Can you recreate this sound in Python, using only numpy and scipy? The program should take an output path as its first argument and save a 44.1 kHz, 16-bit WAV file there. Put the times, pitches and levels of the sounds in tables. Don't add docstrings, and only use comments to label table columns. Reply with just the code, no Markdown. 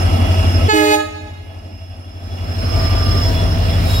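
import sys
import numpy as np
from scipy import signal
from scipy.fft import rfft, irfft
from scipy.io import wavfile
from scipy.ndimage import uniform_filter1d, minimum_filter1d

SR = 44100
rng = np.random.default_rng(int(sys.argv[2]) if len(sys.argv) > 2 else 0)


def output_pcm(signal):
    pcm = np.clip(np.atleast_2d(signal).T, -1, 1) * 32767
    wavfile.write(sys.argv[1], SR, np.round(pcm).astype(np.int16))


N = 176400
T, HZ = np.arange(N) / SR, np.fft.rfftfreq(N, 1 / SR)
TOP_HZ = 15900


# multiple of crank speed, level approaching/dB, level alongside/dB
BOOM_ORDERS = [(7, -43, -40), (8, -26, -18), (9, -24, -30), (10, -31, -32), (11, -37, -35)]
THROB_ORDERS = [(12, -33, -35), (13, -21, -19), (14, -31, -28), (15, -11, -17), (16, -24, -23),
                (17, -21, -18), (19, -42, -38), (23, -32, -35), (24, -39, -38), (39, -35, -37),
                (42, -37, -39)]
BOOM_AT_S, THROB_AT_S = .09, .143

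def exhaust(turns, near):
    out = np.zeros(N)
    for orders, swell_s in ((BOOM_ORDERS, BOOM_AT_S), (THROB_ORDERS, THROB_AT_S)):
        angle = 2 * np.pi * (turns - np.interp(swell_s, T, turns))
        for k, far_db, near_db in orders:
            shift = 0
            if orders is THROB_ORDERS and k < 20:
                shift = .04 * near * (k - 15) ** 2 - (k % 2 == 0) / 4
            level_db = far_db + (near_db - far_db) * near + .5 * wander(5)
            out += amp(level_db) * np.cos(k * angle + 2 * np.pi * shift)
    return out + amp(-31) * band(hz=68, width_hz=40)


# f/Hz, relative level/dB
FAR_ROAR = [(100, -12), (170, -8.5), (239, -3), (471, -15), (662, -7.5), (984, -18.5), (1330, -20),
            (1490, -20), (2090, -22), (2830, -19), (3110, -26), (4460, -30), (5180, -27.5), (6030, -32.5),
            (8800, -40.5), (10600, -36), (15500, -43.5)]
NEAR_ROAR = [(120, 6), (200, -3), (245, 2), (340, -4.5), (560, -6), (680, -2), (880, -10.5), (1400, -10),
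             (2200, -16), (3200, -17), (4200, -21), (5300, -19.5), (6400, -29), (9000, -37), (15500, -34)]
# f/Hz, width/Hz, level approaching/dB, level alongside/dB
FAN_WHINES = [(653, 22, -32.5, -33.5), (766, 38, -39, -50.5), (1300, 28, -38.5, -47), (2850, 44, -37, -41),
              (3363, 30, -39.5, -42.5), (5185, 67, -42, -38.5), (10500, 200, -48, -49)]

def roar(turns, near):
    low_cut = 1 / np.sqrt(1 + (123 / (HZ + 1)) ** 8)
    out = amp(-23) * np.sqrt(1 - near) * noise(amp(read(FAR_ROAR, HZ)) * low_cut)
    out += amp(-23.5) * np.sqrt(near) * noise(amp(read(NEAR_ROAR, HZ)) * low_cut)
    for hz, width, far_db, near_db in FAN_WHINES:
        out += amp(far_db + (near_db - far_db) * near) * band(hz, width)
    spectra = signal.stft(out, nperseg=512)[2]
    patches = uniform_filter1d(rng.standard_normal(spectra.shape[1:]), size=7, axis=0)
    patch_db = 1.5 * unit(uniform_filter1d(patches, size=12, axis=1))
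    out = signal.istft(spectra * amp(patch_db), nperseg=512)[1][:, :N]
    pulse_db = .15 * np.cos(2 * np.pi * 2 * (turns - np.interp(THROB_AT_S, T, turns)))
    return out * amp(.33 * wander(27) + pulse_db)


# start/s, end/s, f/Hz, starting sharpness/ratio, settling/s, rise/s, level/dB
HORN_BELLS = [(.679, .945, 419.8, .04, .034, .022, 3), (.718, .965, 306, .07, .038, .03, 1)]
# harmonic number, relative level/dB
HIGH_HARMONICS = [(1, -0.5), (2, 0), (3, -9), (4, -7.5), (5, -8.5), (6, -10.5), (7, -13.5), (8, -18.5),
                  (9, -15), (10, -15), (11, -19.5), (12, -22), (13, -33), (14, -28), (15, -26), (16, -18),
                  (17, -22.5), (18, -42), (20, -38)]
LOW_HARMONICS = [(1, 3.5), (2, -3), (3, -14.5), (4, -20), (5, -25), (6, -18), (7, -20), (8, -22), (9, -27),
                 (10, -29), (12, -25), (20, -27.5)]
# f/Hz, relative level/dB
AIR_SPECTRUM = [(300, -2.5), (1000, 1), (3000, 0), (7000, -10.5), (9500, -13), (13000, -7), (15500, -31)]
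# f/Hz, left minus right/dB
HORN_PAN = [(300, -6), (420, -3), (700, -1), (1290, -5), (2380, -7), (4400, -4.5), (8120, -6.5), (15000, 3)]
HORN_RELEASE_S = .032

def horn():
    high, low = HORN_BELLS
    start, end = high[:2]
    air_envelope = np.sqrt(ramp(start, .2)) * decay(end, HORN_RELEASE_S)
    air = amp(-13.5) * noise(amp(read(AIR_SPECTRUM, HZ))) * air_envelope
    return microphones(bell(*high, HIGH_HARMONICS) + bell(*low, LOW_HARMONICS) + air, HORN_PAN)


def bell(start, end, hz, sharp, settle, rise, db, harmonics):
    rasp = np.exp(-((T - .938) / .025) ** 2)
    pitch = hz * (1 + sharp * decay(start, settle) + .0016 * wander(70) + .005 * rasp * wander(120))
    phase = 2 * np.pi * np.cumsum(pitch) / SR
    k = np.arange(1, int(TOP_HZ / hz) + 1)
    gains = amp(np.interp(k, *np.transpose(harmonics)) - .1 * np.maximum(k - 20, 0))
    swell_db = 7 * (np.clip(T, start, end) - (start + end) / 2)
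    flutter = [amp(2.4 * wander(12) + 5.5 * rasp + swell_db) for _ in range(7)]
    overtones = sum(gain * flutter[n % len(flutter)] * np.cos(n * phase + n ** 2 / 10)
                    for n, gain in zip(k[1:], gains[1:]))
    crack_db = -13 * np.exp(-((T - .714) / .015) ** 2)
    fundamental = gains[0] * amp(crack_db) * np.cos(phase)
    tone = fundamental * ramp(start, rise) + overtones * ramp(start + .0038, rise)
    return amp(db) * tone * decay(end, HORN_RELEASE_S)


# t/s, level/dB
WHISTLE_LEVEL = [(0, -26.5), (.15, -53), (.5, -32.5), (.7, -39), (1.4, -44), (1.8, -30.5), (2.25, -34.5),
                 (2.65, -29.5), (3.0, -29.5), (3.25, -27), (3.46, -41.5), (3.52, -32), (3.63, -53),
                 (3.72, -37), (3.8, -45), (3.97, -30.5)]

def turbine(turns):
    hz = 5242 + 5.9 * np.cos(2 * np.pi * turns) + 10.7 * wander(26)
    phase = 2 * np.pi * np.cumsum(hz) / SR
    flutter = np.array([wander(43) * np.cos(phase) + wander(33) * np.sin(phase) for _ in range(2)])
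    return amp(curve(WHISTLE_LEVEL)) * unit(np.cos(phase) + .77 * flutter)


# t/s, level/dB
RUB_LEVEL = [(0, -83), (2.5, -43), (2.85, -40.5), (3.0, -43), (3.3, -37), (3.5, -48), (3.8, -41),
             (3.92, -31), (4, -35)]
# f/Hz, relative level/dB
RUB_COLOUR = [(2500, -44), (4200, 12), (5500, -15), (6500, 0.5), (9000, -2.5), (15000, -1.5)]
# start/s, end/s, rise/s, f/Hz, level/dB, second harmonic/dB, third harmonic/dB
FLANGE_SQUEALS = [(2.29, 2.46, .04, 3380, -37, -30, -30), (2.5, 3.23, .45, 1191, -35, -25, -30),
                  (3.21, 3.28, .03, 3390, -37, -30, -30), (3.2, 3.5, .08, 955, -40, -25, -30),
                  (3.32, 3.45, .04, 3390, -34, -30, -30), (3.7, 3.78, .04, 3395, -39, -30, -30),
                  (3.85, 4.1, .06, 3805, -33, -17, -13)]

def wheels():
    out = amp(curve(RUB_LEVEL)) * noise(amp(read(RUB_COLOUR, HZ)) * (HZ > 1000))
    for start, end, rise, hz, db, second_db, third_db in FLANGE_SQUEALS:
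        phase = 2 * np.pi * np.cumsum(hz * (1 + .0009 * wander(36))) / SR
        tone = np.sin(phase) + amp(second_db) * np.sin(2 * phase) + amp(third_db) * np.sin(3 * phase)
        envelope = ramp(start, rise) * (1 - ramp(end - .02, .02))
        out += unit(tone) * amp(db + 1.8 * wander(23)) * envelope
    return out


# t/s, f/Hz, level/dB
GEAR_HUM = [(0, 148, -60), (2.6, 154, -50), (3.2, 158, -36), (3.6, 162, -27.5), (4, 165, -31.5)]

def gears():
    phase = 2 * np.pi * np.cumsum(curve(GEAR_HUM)) / SR
    return amp(curve(GEAR_HUM, column=2) + 2 * wander(5.1)) * unit(np.sin(phase))


# delay/s, level/dB, lag at the left microphone/s
YARD_ECHOES = [(.064, -6.5, .0011), (.105, -15.5, -.0002), (.228, -23, -.0003), (0.334, -28.5, .0005)]
# f/Hz, time to fall 60 dB/s
YARD_DECAY = [(300, 1.63), (600, 1.03), (1300, 1.21), (3000, 1.34), (6000, 1.01), (14000, 0.43)]

def yard(direct):
    reflections = sum(amp(db) * np.exp(-2j * np.pi * HZ * np.array([[delay + lag], [delay]]))
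                      for delay, db, lag in YARD_ECHOES)
    echoes = irfft(rfft(direct) * reflections / (1 + 1j * HZ / 3150), N)
    taps = rng.standard_normal((2, SR)) * (rng.random((2, SR)) < 2000 / SR) * ramp(.0094, .013)[:SR]
    hz, t, spectra = signal.stft(taps, SR, nperseg=256)
    tail = signal.istft(spectra * amp(-60 * t / read(YARD_DECAY, hz)[:, None]), SR, nperseg=256)[1]
    diffuse = signal.fftconvolve(direct, tail / np.linalg.norm(tail[0]), axes=1)[:, :N]
    return direct + echoes + amp(-14) * diffuse


def microphones(x, pan, left_lead_s=.000365):
    tilt = amp(read(pan, HZ) / 2)
    return irfft(rfft(x) * np.array([tilt * np.exp(2j * np.pi * HZ * left_lead_s), 1 / tilt]), N)


# f/Hz, correlation (clipped to 0..1 in use)
PAIR_LIKENESS = [(100, -0.4), (300, 3.35), (700, 0.12), (1500, 0.55), (4000, 0.15), (9000, 0.27),
                 (15000, -1.9)]

def noise(shape):
    left, other = rfft(rng.standard_normal((2, N)))
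    same = np.clip(read(PAIR_LIKENESS, HZ), 0, 1)
    right = same * left + np.sqrt(1 - same ** 2) * other
    return unit(irfft(np.array([left, right]) * shape, N))


def band(hz, width_hz):
    return noise(1 / (1 + (1.23 * (HZ - hz) / width_hz) ** 2))


def wander(hz):
    return unit(irfft(rfft(rng.standard_normal(N)) / (1 + (HZ / hz) ** 4), N))


def amp(db):
    return 10 ** (np.asarray(db) / 20)


def unit(x):
    return x / np.sqrt(np.mean(abs(x) ** 2) + 1e-20)


def read(points, hz):
    f, value = np.transpose(points)
    return np.interp(np.log(hz + 1), np.log(f + 1), value)


def curve(points, column=1):
    rows = np.array(points)
    return np.interp(T, rows[:, 0], rows[:, column])


def ramp(start, length):
    return np.sin(np.pi / 2 * np.clip((T - start) / length, 0, 1)) ** 2


def decay(start, tau):
    return np.exp(-np.maximum(T - start, 0) / tau)


# t/s, speed/(turns per second)
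CRANK_SPEED = [(0, 5.932), (2, 5.93), (4, 5.91)]
# f/Hz, left minus right/dB
ENGINE_PAN = [(60, 2.5), (110, -0.5), (200, 0), (380, -2.5), (700, -0.5), (1290, -3), (2380, -4),
              (4400, -3), (8120, -4), (15000, 2.5)]

def scene():
    turns = np.cumsum(curve(CRANK_SPEED)) / SR
    near = ramp(2.28, .56)
    engine = exhaust(turns, near) + roar(turns, near) + turbine(turns)
    return microphones(engine, ENGINE_PAN) + wheels() + gears() + yard(horn())


def record(dry):
    limit_db, hold_s, recover_db_per_s, ceiling = -15.5, 1.175, 29.5, .86
    dry = irfft(rfft(dry) / np.sqrt(1 + (44 / (HZ + 1)) ** 12), N)
    sensed = signal.sosfilt(signal.butter(2, 270, "high", fs=SR, output="sos"), dry)
    power = abs(uniform_filter1d((sensed ** 2).mean(0), size=500))
    over_db = np.maximum(10 * np.log10(power + 1e-12) - limit_db, 0)
    half = int(hold_s * SR / 2)
    held_db = -minimum_filter1d(-over_db, 2 * half + 1, origin=half, mode="constant")
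    recovery_db = T * recover_db_per_s
    slow_db = np.maximum.accumulate(.66 * held_db + recovery_db) - recovery_db
    ducked = dry * amp(-uniform_filter1d(slow_db + .14 * over_db, size=200))
    rounded = ducked / (1 + (ducked / ceiling) ** 10) ** (1 / 10)
    band_limit = signal.firwin(511, TOP_HZ, window=("kaiser", 9), fs=SR)
    return signal.oaconvolve(rounded, band_limit[None], "same")


dry = scene()
out = record(dry)
output_pcm(out)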